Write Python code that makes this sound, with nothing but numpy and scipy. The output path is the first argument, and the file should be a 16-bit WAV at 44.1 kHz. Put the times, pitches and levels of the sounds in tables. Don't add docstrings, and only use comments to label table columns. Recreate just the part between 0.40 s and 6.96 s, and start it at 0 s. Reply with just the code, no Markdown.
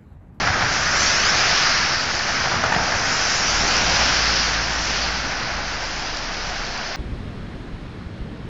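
import sys
import numpy as np
from scipy import signal
from scipy.fft import rfft, irfft, next_fast_len
from scipy.io import wavfile
from scipy.ndimage import uniform_filter1d, map_coordinates

SR = 44100
rng = np.random.default_rng(int(sys.argv[2]) if len(sys.argv) > 2 else 0)


def invert_db(level):
    return 10 ** (np.asarray(level, dtype=float) / 20)


def generate_wav(sig):
    pcm = np.round(np.clip(np.atleast_2d(sig).T, -1, 1) * 32767).astype(np.int16)
    wavfile.write(sys.argv[1], SR, pcm)


N = 289296

# frequency in Hz, level in dB per Hz.
STREET_SPECTRUM = [(10, -14.5), (30, -5.5), (90, -8), (200, -9.5), (420, -13), (560, -9), (730, -4.5),
                   (1080, -7), (1520, -1.5), (2100, -5.5), (3700, -11.5), (5100, -6), (5900, -9),
                   (7400, -23)]
LAYER_BORDERS_HZ = [450, 1050, 2300, 4200, 5350, 6300]
# time of drawing level in seconds, slowness as a factor, weight, tread and spray in dB.
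VEHICLES = [(.12, .68, -33.5, -26, -37.5), (.66, 0.11, -49, -42, -25.5), (1.02, 0.89, -32.5, -23, -24),
            (1.3, .1, -43, -24.5, -35.5), (1.96, .43, -49.5, -30.5, -34), (2.37, 0.79, -32.5, -27.5, -39.5),
            (3.46, 1.25, -30.5, -25.5, -25), (3.66, 0.2, -43.5, -32, -28), (4.57, .38, -42, -33.6, -30.5),
            (4.96, .54, -44.5, -32.5, -48.5), (5.66, 0.44, -49.5, -43.5, -40.3),
            (6.15, 0.23, -43, -49, -41)]
PASS_PARTS = [
    (-0.3, 0.33),
    (0, 0.21),
    (0.28, 0.29),
]
# time in seconds, level in dB.
FAR_STREET = [(0, -31.5), (2, -32.5), (4, -32.5), (5.2, -34.5), (6.56, -35.5)]
# nose, body, wake and far street in dB.
LAYER_GAINS_DB = [
    (-9.5, -4, -20, -4),
    (-5.5, 1.7, -4, 0.35),
    (-0.5, -14, -0.5, 2.5),
    (-5.5, -2.5, -3.5, -0.0),
    (-8, -11.5, -0.7, -1.2),
    (-2, -18.2, -7.5, -7),
    (-6.5, -26.5, -15, -11.8),
]
# start and end in seconds, first and last delay in ms, strength 0-1.
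FLANK_ECHOES = [
    (.55, 1.08, 1.06, .31, .36),
    (2.95, 3.56, .8, .19, .2),
]
# start in seconds, contact gap in seconds, peak in dB, ring in Hz, boom in dB.
LOAD_JOLTS = [
    (.071, .014, -9, 1300, -12),
    (.133, .022, -13, 1220, -24),
    (.209, .012, -12, 1320, -13),
    (.254, .006, -15, 1555, -20),
    (2.04, .015, -10, 760, -21),
    (2.116, .023, -12, 700, -16),
    (2.236, .011, -7, 740, -18),
    (2.321, .02, -6, 850, -13),
    (2.383, .022, -14, 910, -22),
    (2.518, .019, -12, 900, -17),
]
# frequency in Hz, width in Hz, level in dB.
RATTLE_RESONANCES = [
    (725, 106, 8),
    (1500, 720, 2.5),
]
# time in seconds, frequency in Hz, level in dB.
ENGINE_TONES = [
    [(.2, 64.34, -42), (.5, 65.2, -37.5), (1, 64.86, -46.5), (2.4, 65, -42), (2.7, 64.8, -45)],
    [(2.9, 57.6, -43), (3.35, 57.3, -39), (3.47, 57.2, -29), (3.69, 57.3, -34), (3.8, 57.3, -28),
     (4.83, 58, -35), (4.98, 58.4, -45), (5.15, 58.5, -35), (5.55, 58.5, -43)],
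    [(4.8, 32, -50), (5.1, 32.1, -36.5), (5.7, 33.15, -36), (6.3, 33.5, -34), (6.56, 32.5, -48)],
    [(3, 34, -45), (3.17, 37, -31), (3.3, 40.7, -41)],
]
# multiple of the firing frequency, level in dB.
ENGINE_ORDERS = [
    [(1, 0), (2, -2), (3, -10)],
    [(1, 0), (2, -12), (3, -13)],
    [(1, -0.5), (2, -12), (3, -18)],
    [(1, 2), (2, -3.5), (3, -12)],
]
# time in seconds, peak in dB, frequency in Hz.
NEAR_DROPS = [
    (1.793, -9, 4600),
    (2.3473, -7, 2840),
    (2.4688, -19, 5160),
    (3.367, -4.5, 5500),
    (5.452, -19.5, 4830),
    (5.7707, -11.5, 5100),
    (6.377, -15, 4700),
]


def unit(x):
    return x / np.sqrt(np.mean(x ** 2) + 1e-20)


def along(points, hz):
    f, v = np.transpose(points)
    return np.interp(np.log(hz + 1), np.log(f + 1), v)


def curves(rows):
    s, *columns = np.transpose(rows)
    return [np.interp(np.arange(N) / SR, s, column) for column in columns]


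def wobble(rate_hz):
    knots = rng.standard_normal(int(N * rate_hz / SR) + 4)
    return map_coordinates(knots, [np.arange(N) * rate_hz / SR])


def filtered(x, response):
    m = next_fast_len(N + SR // 2)
    return irfft(rfft(x, m) * response(np.fft.rfftfreq(m, 1 / SR)), m)[..., :N]


def above(hz, edge_hz, octaves):
    return 1 / (1 + np.exp(-np.log2((hz + 1) / edge_hz) / octaves))


def rush(lo_hz, hi_hz, patchy_db, grain_db):
    droplets = invert_db(grain_db * wobble(900)) * rng.standard_normal(N)
    z = signal.stft(droplets, nperseg=512)[2]
    patches = uniform_filter1d(rng.standard_normal(z.shape), 6, 0)
    patches = unit(uniform_filter1d(patches, 10, 1))
    noise = signal.istft(z * invert_db(patchy_db * patches), nperseg=512)[1][:N]

    def slice_response(hz):
        share = above(hz, lo_hz, 0.09) * (1 - above(hz, hi_hz, 0.13))
        return invert_db(along(STREET_SPECTRUM, hz)) * np.sqrt(share)

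    return unit(filtered(noise, slice_response))


def passing(layer, column):
    cars = np.array(VEHICLES)
    *parts_db, far_db = LAYER_GAINS_DB[layer]
    t = np.arange(0, N + 64, 64) / SR
    u = (t - cars[:, :1]) / cars[:, 1:2]
    shape = 0
    for db, (after, half) in zip(parts_db, PASS_PARTS):
        shape = shape + invert_db(2 * db) / (1 + abs((u - after) / half) ** 3.5)
    far_power = invert_db(2 * (np.interp(t, *np.transpose(FAR_STREET)) + far_db))
    power = invert_db(2 * cars[:, column]) @ shape + far_power
    return np.interp(np.arange(N) / SR, t, np.sqrt(power))


def tyres():
    a, b, c = LAYER_BORDERS_HZ[:3]
    flutter_db = 0.3 * wobble(9) + 0.3 * wobble(30)
    rumble = invert_db(2.5) * passing(layer=0, column=2) * rush(8, a, patchy_db=1.0, grain_db=0.74)
    drone = passing(layer=1, column=2) * rush(a, b, patchy_db=0.56, grain_db=0.5)
    roar = passing(layer=2, column=3) * rush(b, c, patchy_db=0.47, grain_db=1.4)
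    return invert_db(flutter_db) * (rumble + drone + roar)


def flank():
    t, delay_ms, strength = np.arange(N) / SR, np.zeros(N), np.zeros(N)
    for start, end, first_ms, last_ms, top in FLANK_ECHOES:
        u = (t - start) / (end - start)
        on = (u > 0) & (u < 1)
        delay_ms = delay_ms + on * (first_ms + (last_ms - first_ms) * u)
        strength = strength + on * top * np.sqrt(abs(np.sin(np.pi * u)))
    return delay_ms, strength


def water():
    a, b, c, d = LAYER_BORDERS_HZ[2:]
    swish = passing(layer=3, column=4) * rush(a, b, patchy_db=0.16, grain_db=1.0)
    hiss = passing(layer=4, column=4) * rush(b, c, patchy_db=1.7, grain_db=1.0)
    fizz = passing(layer=5, column=4) * rush(c, d, patchy_db=0.4, grain_db=0.9)
    mist = passing(layer=6, column=4) * rush(d, 8200, patchy_db=2.7, grain_db=-1.5)
    wet = (swish + hiss + fizz + mist) * invert_db(0.28 * wobble(9) + 0.33 * wobble(30))
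    delay_ms, strength = flank()
    late = map_coordinates(wet, [np.arange(N) - delay_ms * SR / 1000])
    return (wet + strength * late) / np.sqrt(1 + strength ** 2)


def ring(times_s, peaks_db, freqs_hz, t60_s, rough):
    out, t = np.zeros(N + SR), np.arange(SR // 12) / SR
    for s, db, hz in zip(times_s, peaks_db, freqs_hz):
        phase = 2 * np.pi * hz * t + rough * np.cumsum(rng.standard_normal(len(t)))
        envelope = invert_db(db - 60 * t / t60_s) * (1 - np.exp(-t * hz * 2))
        out[round(s * SR):][:len(t)] += envelope * np.sin(phase)
    return out[:N]


def jolts():
    rattle, boom = [], []
    chance = rng.standard_normal((len(LOAD_JOLTS), 3, 4))
    for (s, gap_s, db, hz, boom_db), draws in zip(LOAD_JOLTS, chance):
        for k, (a, b, c, d) in enumerate(draws):
            at = s + k * gap_s
            contact_db = db - 1.5 * k
            upper_hz = min(1.9 * hz, 1750)
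            rattle.append((at, contact_db + c, hz * np.exp(0.08 * a)))
            rattle.append((at + 0.003, contact_db - 3 - c, upper_hz * np.exp(0.08 * b)))
            boom.append((at, boom_db - 5 * (2 - k), 139 * np.exp(0.22 * d)))
    return np.transpose(rattle), np.transpose(boom)


def truck():
    (s, db, hz), (boom_s, boom_db, boom_hz) = jolts()
    scrape = ring(s, db - 0.5, hz, t60_s=0.059, rough=1.5)

    def rattle_colour(f):
        total = 0
        for k, (centre_hz, width_hz, gain_db) in enumerate(RATTLE_RESONANCES):
            damping = 1j * f * width_hz
            resonance = damping / (centre_hz * centre_hz - f * f + damping)
            total = total + (-1) ** k * invert_db(gain_db) * resonance
        return total

    part = ring(s, db - 4, hz, t60_s=0.03, rough=0.1)
    body = ring(boom_s, boom_db + 2, boom_hz, t60_s=0.052, rough=0.015)
    return filtered(scrape, rattle_colour) + part + body


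def engines():
    out, t = 0, np.arange(N) / SR
    for rows, orders in zip(ENGINE_TONES, ENGINE_ORDERS):
        hz, db = curves(rows)
        edge_s = np.minimum(t - rows[0][0], rows[-1][0] + 0.12 - t)
        fade = np.clip(edge_s / 0.092, 0, 1)
        phase = 2 * np.pi * np.cumsum(hz * (1 + 0.0054 * wobble(8.6))) / SR
        tone = sum(invert_db(g + 0.74 * wobble(3.9)) * np.sin(k * phase) for k, g in orders)
        out = out + fade * invert_db(db + 1.5) * tone
    return out


def drops():
    s, db, hz = np.transpose(NEAR_DROPS)
    return ring(s, db - 4, hz, t60_s=0.012, rough=0.25)


def scene():
    return (tyres() + water() + truck() + engines() + drops())[None]


def gain_control(x, depth_db):
    power = abs(uniform_filter1d(x ** 2, size=400))
    usual = abs(uniform_filter1d(x ** 2, size=9000))
    jump = np.maximum(np.log10(power / usual), 0)
    fall = np.exp(-np.arange(SR // 5) / (0.056 * SR))
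    after = signal.fftconvolve(np.pad(jump, (350, 0)), fall / fall.sum())[:N]
    return x * invert_db(-depth_db * after)


def treble_gate(x):
    hz, _, z = signal.stft(x, SR, nperseg=4096)
    size = uniform_filter1d(abs(z), size=4, axis=0)
    loudness = np.sqrt(np.sum(abs(z) ** 2, axis=0))
    kept = (size > invert_db(-52) * loudness) | (hz[:, None] < 7150)
    return signal.istft(z * kept, SR, nperseg=4096)[1][:N]


def low_pass(x):
    return signal.sosfilt(signal.butter(12, 9190, fs=SR, output="sos"), x)


def record(dry):
    nyquist_hz = 8000
    slope = [(7300, 0), (7500, -5.5), (7700, -26.5), (7800, -90)]  # (Hz, dB)
    leak = [(8300, -9.5), (8500, -14.5), (8700, -23), (9000, -35.0), (9200, -59), (9300, -120)]  # (Hz, dB)
    x = gain_control(dry[0], depth_db=13.0)
    x = treble_gate(filtered(x, lambda hz: invert_db(along(slope, hz))))
    mirror = x * 2 * np.cos(2 * np.pi * 2 * nyquist_hz * np.arange(N) / SR)
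    image = filtered(mirror, lambda hz: invert_db(along(leak, hz)) * (hz > nyquist_hz))
    mix = x + image - 0.0102
    return low_pass(mix[None])


dry = scene()
out = record(dry)
generate_wav(out)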